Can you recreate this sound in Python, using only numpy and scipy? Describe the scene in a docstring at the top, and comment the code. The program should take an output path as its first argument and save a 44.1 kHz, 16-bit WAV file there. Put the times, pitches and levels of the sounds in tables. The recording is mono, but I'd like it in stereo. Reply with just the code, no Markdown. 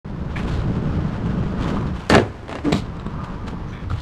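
"""An inline skater rolls over rough asphalt: random stone impacts excite rumble, crunch and ringing frames.
From the start a breeze rumbles on the microphone as low filtered noise; scuffs and squirming wheels follow.
After a hop the skates knock on a wooden ledge, struck as damped modes with noise cracks, and the soles slide
along it; a stick-slip judder ends the slide, the wheels slap down on the asphalt and the skater rolls away.
Decaying noise gives the short echo of the garage wall."""
import sys
import numpy as np
from scipy import signal
from scipy.fft import rfft, irfft
from scipy.io import wavfile
from scipy.ndimage import uniform_filter1d, minimum_filter1d, map_coordinates

SR = 44100
rng = np.random.default_rng(int(sys.argv[2]) if len(sys.argv) > 2 else 0)


def persist_wave(psi):
    """Save psi, clipped to +-1, as 16-bit WAV."""
    counts = np.round(np.clip(psi, -1, 1) * 32767).astype(np.int16)
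    wavfile.write(sys.argv[1], SR, np.atleast_2d(counts).T)


N = 177061
T = np.arange(N) / SR  # s

# bright spectrum of fine sand and of snapping stones: frequency_hz, level_db
RASP_COLOUR = [(1500, -29.5), (3000, 6), (4200, 6.5), (5500, -7), (7500, -10), (10500, -25), (15000, -35)]


def undb(db):
    """Level to amplitude: 20 dB is a factor of ten."""
    return 10 ** (np.asarray(db) / 20)


def unit(x):
    """Normalisation to an rms amplitude of 1."""
    return x / np.sqrt(np.mean(x ** 2))


def noise():
    """White noise: equal mean power at every frequency."""
    return rng.standard_normal(N)


def walk(rate):
    """Slow random modulation: held noise, redrawn rate times a second, is smoothed and scaled to rms 1."""
    k = int(SR / rate)
    held = np.repeat(noise()[:N // k + 1], k)
    return unit(uniform_filter1d(held, k)[:N])


def through(x, response):
    """Linear filtering: convolution of x with an impulse response."""
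    return signal.fftconvolve(x, response)[:N]


def colour(x, points, size=8192):
    """Minimum-phase filtering: a causal response of unit energy with the given (Hz, dB) shape."""
    hz, db = np.transpose(points)
    f = np.maximum(np.arange(size // 2 + 1) * SR / size, 1)
    shape_db = np.interp(np.log(f), np.log(hz), db)
    cepstrum = irfft(np.log(undb(shape_db)))
    # folding the cepstrum onto positive time makes the response causal
    cepstrum[1:size // 2] *= 2
    cepstrum[size // 2 + 1:] = 0
    response = irfft(np.exp(rfft(cepstrum)))
    return through(x, response / np.linalg.norm(response))


def decay(t, t60):
    """Exponential damping: the amplitude falls 60 dB in t60 seconds."""
    return np.exp(-np.log(1000) * np.maximum(t, 0) / t60)


def envelope(s, rise, hold, t60):
    """Onset and damping: a straight rise from time s, a hold, then an exponential release."""
    return np.clip((T - s) / rise, 0, 1) * decay(T - s - rise - hold, t60)


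def ring(modes):
    """Modal synthesis: half a second of damped sines, varied a little by the load and the spot struck."""
    detune_hz, arrival_s, balance_db = 14.3, .0015, 2
    hz, db, t60 = np.transpose(modes)[:, :, None]
    hz = hz + detune_hz * rng.uniform(-0.99, 1, hz.shape)
    t = np.maximum(T[:SR // 2] - arrival_s * rng.random(db.shape), 0)
    gain = undb(db + balance_db * rng.standard_normal(db.shape))
    partials = gain * np.sin(2 * np.pi * hz * t) * decay(t, t60)
    return np.sum(partials, axis=0) / np.linalg.norm(gain)


def tilted(modes, tilt_db):
    """Spectral tilt: the same modes, weighted by tilt_db per octave above the first."""
    return [(hz, db + tilt_db * np.log2(hz / modes[0][0]), t60) for hz, db, t60 in modes]


def grains(rate, spread_db):
    """Random impulse train: rate tiny impacts a second on average, of uneven size and either sign."""
    hit = rng.random(N) < rate / SR
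    size = undb(spread_db * np.minimum(rng.exponential(size=N), 4))
    return unit(hit * size * np.sign(noise()))


def add(out, s, sound):
    """Superposition: mix a sound in at time s."""
    i = int(s * SR)
    out[i:i + len(sound)] += sound[:N - i]


def frame(pitch):
    """Resonance of one wheel frame: its modes scaled by a pitch ratio."""
    # wheel frame modes: frequency_hz, level_db, t60_s
    frame_modes = [(1022, 1.5, 0.029), (1148, 5, 0.023), (1340, -11.5, 0.057)]
    return ring([(hz * pitch, db, t60) for hz, db, t60 in frame_modes])


def rolling():
    """Roughness excitation: stones shake boots and ground, crunch under the wheels and ring the frames."""
    # spells of rolling (approach, push stroke, crouch before the hop, run-out):
    # start_s, rise_s, hold_s, release_t60_s, speed_m_s, nearest_s,
    # rumble_db, grit_db, frame_ring_db, ground_tremor_db
    rolls = [(-.3, 0.92, 1.23, 0.94, 3.26, 4.2, -22.5, -37.5, -25, -35.5),
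             (0.418, 0.055, 0.082, 0.13, 4.2, 2.2, -35.5, -45.5, -48, -55),
             (1.564, 0.043, 0.14, 0.15, 3.76, 1.63, -29.5, -45, -43, -49),
             (2.75, 0.096, 0.94, 1.45, 3.3, 3.255, -30, -45.5, -41.5, -36.5)]
    # spectrum of the rolling boots at the reference speed: frequency_hz, level_db
    rumble_colour = [(50, -4.5), (100, 1), (140, 3.5), (185, 3.5), (250, -6), (360, -10), (600, -18.5),
                     (1000, -24.5), (2500, -87)]
    # spectrum of crunching grit: frequency_hz, level_db
    grit_colour = [(200, -8), (350, -4.5), (500, 3.5), (750, -6.5), (1100, -0.5), (1500, -1.5), (2100, -11),
                   (3000, -11.5), (4500, -20), (7000, -28), (10000, -39.5), (12000, -61.5), (15000, -59.5)]
    # spectrum of the shaken ground: frequency_hz, level_db
    ground_colour = [(12, -51), (25, 7.5), (42, 4.5), (75, -4.5), (120, -15), (190, -18), (500, -72)]
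    # the two skates' frames ring a little apart: pitch_ratio
    skate_pitches = [.97, 1.054]
    rumble_at_m_s = 3.254  # a faster roll moves the rumble up in proportion
    nearest_m = 0.92  # distance at the closest pass
    grit_fall = 0.12  # the crunch fades with distance to this power
    grit_flutter_db, frame_flutter_db = 1.5, 2.2  # uneven asphalt

    stones = grains(rate=900, spread_db=1.0) * undb(1.5 * walk(25.05))
    grit = colour(grains(rate=2200, spread_db=2.0), grit_colour)
    grit = grit * undb(grit_flutter_db * walk(40))
    frames = 0
    for pitch in skate_pitches:
        ringing = through(grains(rate=450, spread_db=-0.5), frame(pitch))
        frames = frames + ringing * undb(frame_flutter_db * walk(21.94))
    frames = unit(frames)
    tremor = unit(colour(noise(), ground_colour))

    out = 0
    for s, rise, hold, t60, speed, nearest_s, rumble_db, grit_db, frame_db, tremor_db in rolls:
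        boots = colour(stones, [(hz * speed / rumble_at_m_s, db) for hz, db in rumble_colour])
        near = nearest_m / np.hypot(nearest_m, speed * (T - nearest_s))  # 1 at the closest pass
        mix = boots * undb(rumble_db) + tremor * undb(tremor_db)
        mix = mix + grit * near ** grit_fall * undb(grit_db) + frames * near * undb(frame_db)
        out = out + envelope(s, rise, hold, t60) * mix
    return out


def outdoors():
    """Wind turbulence: a breeze with gusts buffets the microphone over the hush of distant streets."""
    # gusts: peak_s, half_width_s (to 1/e), level_db
    gusts = [(.35, 0.13, -32.5), (.58, 0.062, -22), (0.961, 0.063, -26), (1.942, 0.036, -27),
             (3.932, 0.058, -23)]
    # spectrum of the wind: frequency_hz, level_db
    wind_colour = [(12, -14), (25, -9.5), (42, -3.5), (75, 5.5), (120, -0.5), (190, -19), (500, -75.5)]
    # spectrum of the distant neighbourhood: frequency_hz, level_db
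    air_colour = [(80, 7), (250, -2.5), (500, -9.5), (1000, -2), (2000, -12.5), (3000, -21), (5000, -25),
                  (8000, -42.5), (11000, -45.5), (15500, -59)]
    breeze_db, air_db = -37, -42.5
    strength = undb(breeze_db)
    for s, width, db in gusts:
        strength = strength + undb(db) * np.exp(-((T - s) / width) ** 2)
    wind = unit(colour(noise(), wind_colour)) * strength
    air = undb(air_db) * colour(noise(), air_colour) * undb(1 * walk(3.17))
    return wind + air


def scuffs():
    """Granular friction: wheels pushed sideways scrape grit in uneven skips; fine sand rasps brightly."""
    # sideways scuffs: start_s, length_s, scrape_db, rasp_db
    scuff_table = [(0.356, 0.061, -32.5, -47), (0.468, 0.094, -39.5, -48), (0.524, 0.045, -66, -47),
                   (1.602, 0.045, -34.5, -48), (1.671, 0.044, -35.5, -47.5), (1.734, 0.091, -46, -63),
                   (1.867, 0.0089, -51, -46.5), (1.925, 0.29, -41, -55), (2.752, 0.034, -34, -35.5),
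                   (3.238, 0.017, -38, -52.5), (3.467, 0.027, -33, -44), (3.891, 0.073, -37.5, -51),
                   (3.97, 0.092, -43, -49)]
    # spectrum of the scrape: frequency_hz, level_db
    scrape_colour = [(300, 6), (700, 7), (1170, 9.5), (1700, 2.5), (2400, 0), (3200, -2.5), (4300, -18),
                     (5500, -13.5), (7200, -16.5), (10500, -26), (15000, -43)]
    rise, hold, release = 0.17, 0.31, 6.3  # rise, hold and release t60, in scuff lengths
    scrape, rasp = 0, 0
    for s, length, scrape_db, rasp_db in scuff_table:
        push = envelope(s, rise * length, hold * length, release * length)
        scrape = scrape + undb(scrape_db) * push
        rasp = rasp + undb(rasp_db) * push
    skips = undb(2.0 * walk(160))
    scrape_grains = scrape * skips * grains(rate=2600, spread_db=3.0)
    rasp_grains = rasp * skips * grains(rate=2900, spread_db=3.0)
    return colour(scrape_grains, scrape_colour) + colour(rasp_grains, RASP_COLOUR)


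def squirm():
    """Friction-driven resonance: leaned wheels sing faintly; the pitch slides as the load shifts."""
    # squirms in the push-off and the final turn: start_s, rise_s, hold_s, release_t60_s,
    # level_db, pitch_ratio, glide_octaves_per_s, tilt_db_per_octave
    squirms = [(0.357, 0.0027, 0.0099, 0.065, -30.5, 1.04, -2.5, -7),
               (0.377, 0.0082, 0.015, 0.08, -35.5, 1.03, 3, 2),
               (3.66, 0.04, 0.025, 0.12, -58, 1.79, -0.5, 22),
               (3.705, 0.031, 0.031, 0.48, -45, 1.03, -0.4, 4)]
    # wheel modes: frequency_hz, level_db, t60_s
    wheel_modes = [(1690, 10.5, 0.016), (2294, 10, 0.014), (3360, 2, 0.011)]
    waver_octaves = 0.014  # rms wander of the pitch
    out = 0
    for s, rise, hold, t60, db, pitch, glide, tilt_db in squirms:
        song = unit(through(grains(rate=3200, spread_db=5.5), ring(tilted(wheel_modes, tilt_db))))
        octaves = glide * np.clip(T - s, 0, rise + hold + t60) + waver_octaves * walk(45)
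        playback_rate = pitch * 2 ** octaves
        # reading the song at a varying rate bends its pitch
        bent = map_coordinates(song, [np.cumsum(playback_rate)], mode="mirror")
        out = out + undb(db) * envelope(s, rise, hold, t60) * bent
    return out


def snaps():
    """Impulsive fracture: single stones crack from under the wheels as short damped noise bursts."""
    # snapping stones: start_s, level_db
    snap_table = [(1.623, -33), (1.632, -33), (1.643, -31.5), (1.684, -45), (1.872, -42), (2.7585, -39),
                  (2.8027, -34)]
    rise_s, t60_s = 0.00046, 0.012
    bursts = sum(undb(db) * envelope(s, rise_s, 0, t60_s) for s, db in snap_table)
    return colour(noise() * bursts, RASP_COLOUR)


def blows(table, modes, crack_colour, crack_t60, tail_db, tail_t60, contact_s, low_hz=65):
    """Impact excitation: each blow rings a body, with a hard crack and a short rattle of loose skate parts."""
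    body, cracks, shake_power = np.zeros(N), np.zeros(N), np.zeros(N)
    t = T[:SR // 2]
    crack_shape = decay(t, crack_t60) * np.clip(t / contact_s, 0, 1)
    for s, thud_db, crack_db, tilt_db in table:
        add(body, s, undb(thud_db) * ring(tilted(modes, tilt_db)))
        add(cracks, s, undb(crack_db) * crack_shape * rng.standard_normal(len(t)))
        add(shake_power, s, (undb(crack_db + tail_db) * decay(t, tail_t60)) ** 2)
    rattle = np.sqrt(shake_power) * grains(rate=2400, spread_db=3.5)
    # a small body radiates little deep bass
    high_pass = signal.butter(3, low_hz, "high", fs=SR, output="sos")
    return signal.sosfilt(high_pass, body) + colour(cracks + rattle, crack_colour)


def chatter(count):
    """Repeated rebound: evenly spaced bounces of the wheels after the hard landing, each one weaker."""
    start_s, gap_s, fall_db = 2.739, .0102, 2.5
    first_db = np.array([-8.5, -25, -22.5])  # thud, clack and frame ring
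    return [(start_s + k * gap_s, *(first_db - k * fall_db), 1) for k in range(count)]


def touchdowns():
    """Impact on a rigid ground: the boot thuds, the wheels clack and the frame rings."""
    # wheels hitting the asphalt: start_s, thud_db, clack_db, frame_ring_db, frame_pitch_ratio
    ground_blows = [(1.768, -33, -43, -19, 1.02), (1.828, -34, -52, -24, 0.95),
                    (2.7208, -11.5, -18, -21, 1.04), (2.7226, -22, -14.5, -31, 0.89),
                    (2.7258, -7.5, -7.5, -24, 1.7), (2.7278, -13, -13, -23, 1.2),
                    (2.9675, -47, -38, -39, 0.94), (2.997, -40, -34, -33, 1.02),
                    (3.064, -19, -31.5, -24, 0.97), (3.9, -48, -35, -25.5, 1.2),
                    (3.912, -27, -36, -20, 1.18)]
    # modes of a loaded boot on its wheels: frequency_hz, level_db, t60_s
    boot_modes = [(95, -5, 0.018), (150, 7, 0.085), (204, 13, 0.049), (285, 12.5, 0.031), (380, 2.5, 0.025),
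                  (670, 0, 0.036), (1120, -15.5, 0.02), (1300, -21, 0.023)]
    # spectrum of the wheels' clack: frequency_hz, level_db
    clack_colour = [(200, 14), (700, 9), (1400, 0.5), (2180, 6), (2800, 1), (3400, 2), (3820, 8.5),
                    (4500, -3.5), (5200, -5), (6500, -16), (7700, -3.5), (8600, -18), (9500, -28),
                    (12000, -25), (15500, -40)]
    hits = ground_blows + chatter(count=4)
    boots = [(s, thud_db, clack_db, 0) for s, thud_db, clack_db, _, _ in hits]
    out = blows(boots, boot_modes, clack_colour, crack_t60=0.016,
                tail_db=-20.0, tail_t60=0.2, contact_s=0.00064)
    for s, _, _, frame_db, pitch in hits:
        add(out, s, undb(frame_db) * frame(pitch))
    return out


def clatter(rise_s=.002):
    """Loose-joint rattle: wheels click on their axles in a dense random run around each landing."""
    # rattles around the landings: start_s, hold_s, release_t60_s, level_db
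    clatters = [(2.089, 0.043, .12, -33), (2.725, 0.058, 0.1, -39.5)]
    # spectrum of the hard clicks: frequency_hz, level_db
    click_colour = [(500, -1), (1500, -1), (2800, -2), (4200, 0), (5500, -3), (7500, -5.5), (10000, -16),
                    (12500, -21), (15500, -32)]
    strength = sum(undb(db) * envelope(s, rise_s, hold, t60) for s, hold, t60, db in clatters)
    return colour(strength * grains(rate=900, spread_db=2.5), click_colour)


def slide():
    """Sliding friction: soles rub along waxed wood as dense grains scaled by the pressure."""
    # rubbing soles (landing, glide, catch, last push): start_s, hold_s, level_db
    slides = [(2.096, 0.068, -16.5), (2.183, 0.48, -40), (2.482, 0.072, -35), (2.635, 0.054, -28.5)]
    # spectrum of the rubbing: frequency_hz, level_db
    slide_colour = [(40, -23), (110, -1), (200, -2.5), (330, 1.5), (600, -7), (1100, -14.5), (2000, -18),
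                    (3000, -25.5), (5000, -33), (8000, -38.5), (10000, -48), (12000, -60), (15000, -76)]
    rise_s, t60_s = 0.017, 0.18
    pressure = sum(undb(db) * envelope(s, rise_s, hold, t60_s) for s, hold, db in slides)
    return colour(grains(rate=3900, spread_db=2.5) * pressure, slide_colour)


def knocks():
    """Impact on a modal body: heel, then toe, rings the wooden ledge; a hard frame adds a bright tick."""
    # boots and frames striking the ledge, on the hop and at its far end; a hard edge rings it brightly,
    # the full weight dully: start_s, thud_db, crack_db, tick_db, tilt_db_per_octave
    ledge_blows = [(2.0989, -11, -5, -8, 5), (2.103, -11, -16, -24, 0), (2.114, -7, -14, -26, -3.5),
                   (2.1212, -8.5, -9, -28, 0), (2.125, -9, -20, -38, 0.5), (2.1375, -11.5, -6.5, -31, 7.5),
                   (2.1432, -5.5, -20, -32, -3), (2.151, -7, -2.5, -9, -2.5), (2.1543, -8.5, -7, -25, -4.5),
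                   (2.166, -3.5, -32, -39, -3), (2.1806, -16, -11.5, -40, 2), (2.4813, -36, -28, -41, -2),
                   (2.4936, -31, -24, -35, 4), (2.512, -28, -25, -35, 0), (2.527, -39, -19, -35, 0),
                   (2.554, -32, -21.5, -31, 7), (2.5864, -26.5, -24, -48, -1),
                   (2.6503, -24, -30, -37, -0.5)]
    # modes of the wooden ledge: frequency_hz, level_db, t60_s
    ledge_modes = [(74.5, -1.5, 0.077), (107.6, -2, 0.4), (146.3, 3, 0.14), (182.6, 7, 0.022),
                   (223, 3.5, 0.1), (250.4, 2.5, 0.12), (291.3, 1.5, 0.14), (339, 2.5, 0.11),
                   (402, 5, 0.14), (486, 2, 0.06), (580, 5, 0.048), (659, 2.5, 0.093), (680, 2, 0.064),
                   (858, -0.5, 0.066), (996, 4, 0.039), (1160, -9, 0.09), (1224, -13, 0.15),
                   (1352, -10, 0.11), (1680, -4.5, 0.092), (1790, -5.5, 0.084), (2056, -10, 0.09),
                   (2810, -8.5, 0.059)]
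    # spectrum of the crack: frequency_hz, level_db
    crack_colour = [(150, 3.5), (400, 9.5), (900, 7), (1800, 3), (2700, -2), (3300, -4), (4200, -8),
                    (5200, -16), (7300, -45), (10000, -34), (12000, -43), (15500, -52)]
    # spectrum of a hard frame striking the ledge's edge: frequency_hz, level_db
    tick_colour = [(300, -13), (1500, 9), (3200, -1.5), (4300, 9.5), (5300, -5), (6800, 2.5), (8200, -4.5),
                   (10000, -5.5), (12000, -28), (15500, -41)]
    toe_lag_s, toe_scatter = 0.0046, .3  # the scatter is a fraction of the lag
    toe_thud_db, toe_crack_db = -4, -8.5  # relative to the heel
    tick_rise_s, tick_t60_s = 0.0002, 0.0064
    lags = toe_lag_s * (1 + toe_scatter * rng.uniform(-1, 1, len(ledge_blows)))
    heels = [(s, thud_db, crack_db, tilt_db) for s, thud_db, crack_db, _, tilt_db in ledge_blows]
    toes = [(s + lag, thud_db + toe_thud_db, crack_db + toe_crack_db, tilt_db)
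            for (s, thud_db, crack_db, tilt_db), lag in zip(heels, lags)]
    strikes = sum(undb(db) * envelope(s, tick_rise_s, 0, tick_t60_s) for s, _, _, db, _ in ledge_blows)
    ledge = blows(heels + toes, ledge_modes, crack_colour, crack_t60=0.019,
                  tail_db=-18.5, tail_t60=0.15, contact_s=0.0006)
    return ledge + colour(noise() * strikes, tick_colour)


def judder(jitter=0.1, ledge_db=-7):
    """Stick-slip oscillation: the sole grips and slips, slower under weight, and shakes the ledge's end."""
    # modes of the ledge's free end: frequency_hz, level_db, t60_s
    edge_modes = [(206, 3, 0.026), (345, 3, 0.025), (436, 7, 0.048), (625, -16, 0.027), (1004, -2, 0.042),
                  (1178, -3, 0.051)]
    level_db, loaded_hz, unloaded_hz = -17, 290.5, 333.3
    load = envelope(2.642, rise=0.033, hold=0.014, t60=0.067)
    hz = unloaded_hz + (loaded_hz - unloaded_hz) * load
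    cycles = np.cumsum(hz * (1 + jitter * walk(300))) / SR
    groan = np.sin(2 * np.pi * cycles) * undb(1.0 * walk(350))
    scrape = unit(through(grains(rate=900, spread_db=0.5), ring(edge_modes)))
    return undb(level_db) * (unit(groan) * load + undb(ledge_db) * scrape * np.sqrt(load))


def diffuse_tail(x, wet_db, t60, treble_t60, build_s, split_hz=2500):
    """Diffuse decay: x is convolved with noise that builds up, its lows and treble then decaying apart."""
    t = T[:SR]
    scatter = colour(noise(), [(100, -1.5), (1000, -6.0), (4000, -8.5), (12000, 0.0)])[:SR]
    low_pass = signal.butter(2, split_hz, fs=SR, output="sos")
    lows = signal.sosfiltfilt(low_pass, scatter)
    treble = scatter - lows
    response = (lows * decay(t, t60) + treble * decay(t, treble_t60)) * np.clip(t / build_s, 0, 1)
    return undb(wet_db) * through(x, response / np.linalg.norm(response))


def scene():
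    """Mid-side stereo: a common sound, with a faint bright decaying noise added left and subtracted right."""
    skates = rolling() + scuffs() + squirm() + snaps() + touchdowns()
    skates = skates + clatter() + slide() + knocks() + judder()
    # scattered echoes from the garage front and the low wall; their treble dies first
    echo = diffuse_tail(skates, wet_db=-15.0, t60=0.4, treble_t60=0.16, build_s=0.0097)
    mid = skates + echo + outdoors()
    # the difference of neighbouring samples favours the treble
    bright = np.diff(skates, prepend=0)
    side = diffuse_tail(bright, wet_db=-24.5, t60=0.073, treble_t60=0.34, build_s=0.0034)
    return np.array([mid + side, mid - side])


def limit(x, size):
    """Peak limiting: both channels' gain dips smoothly around each peak over the ceiling."""
    ceiling = .99
    gain = ceiling / np.maximum(np.abs(x).max(axis=0), ceiling)
    return x * uniform_filter1d(minimum_filter1d(gain, size), size)


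def record(dry):
    """Band-limited pickup: hiss joins each channel, peaks are limited, silence opens quickly, the top is cut."""
    # spectrum of the microphone's own hiss: frequency_hz, level_db
    hiss_colour = [(1000, -5), (12500, -3.5), (14000, -3), (15500, -33)]
    hiss_db, start_s, top_hz = -77.5, .046, 15800
    opening = np.clip((T - start_s) / .001, 0, 1)
    hiss = undb(hiss_db) * np.array([colour(noise(), hiss_colour), colour(noise(), hiss_colour)])
    low_pass = signal.ellip(8, .2, 70, top_hz, fs=SR, output="sos")
    return signal.sosfilt(low_pass, limit(dry + hiss, size=21) * opening)


dry = scene()
out = record(dry)
persist_wave(out)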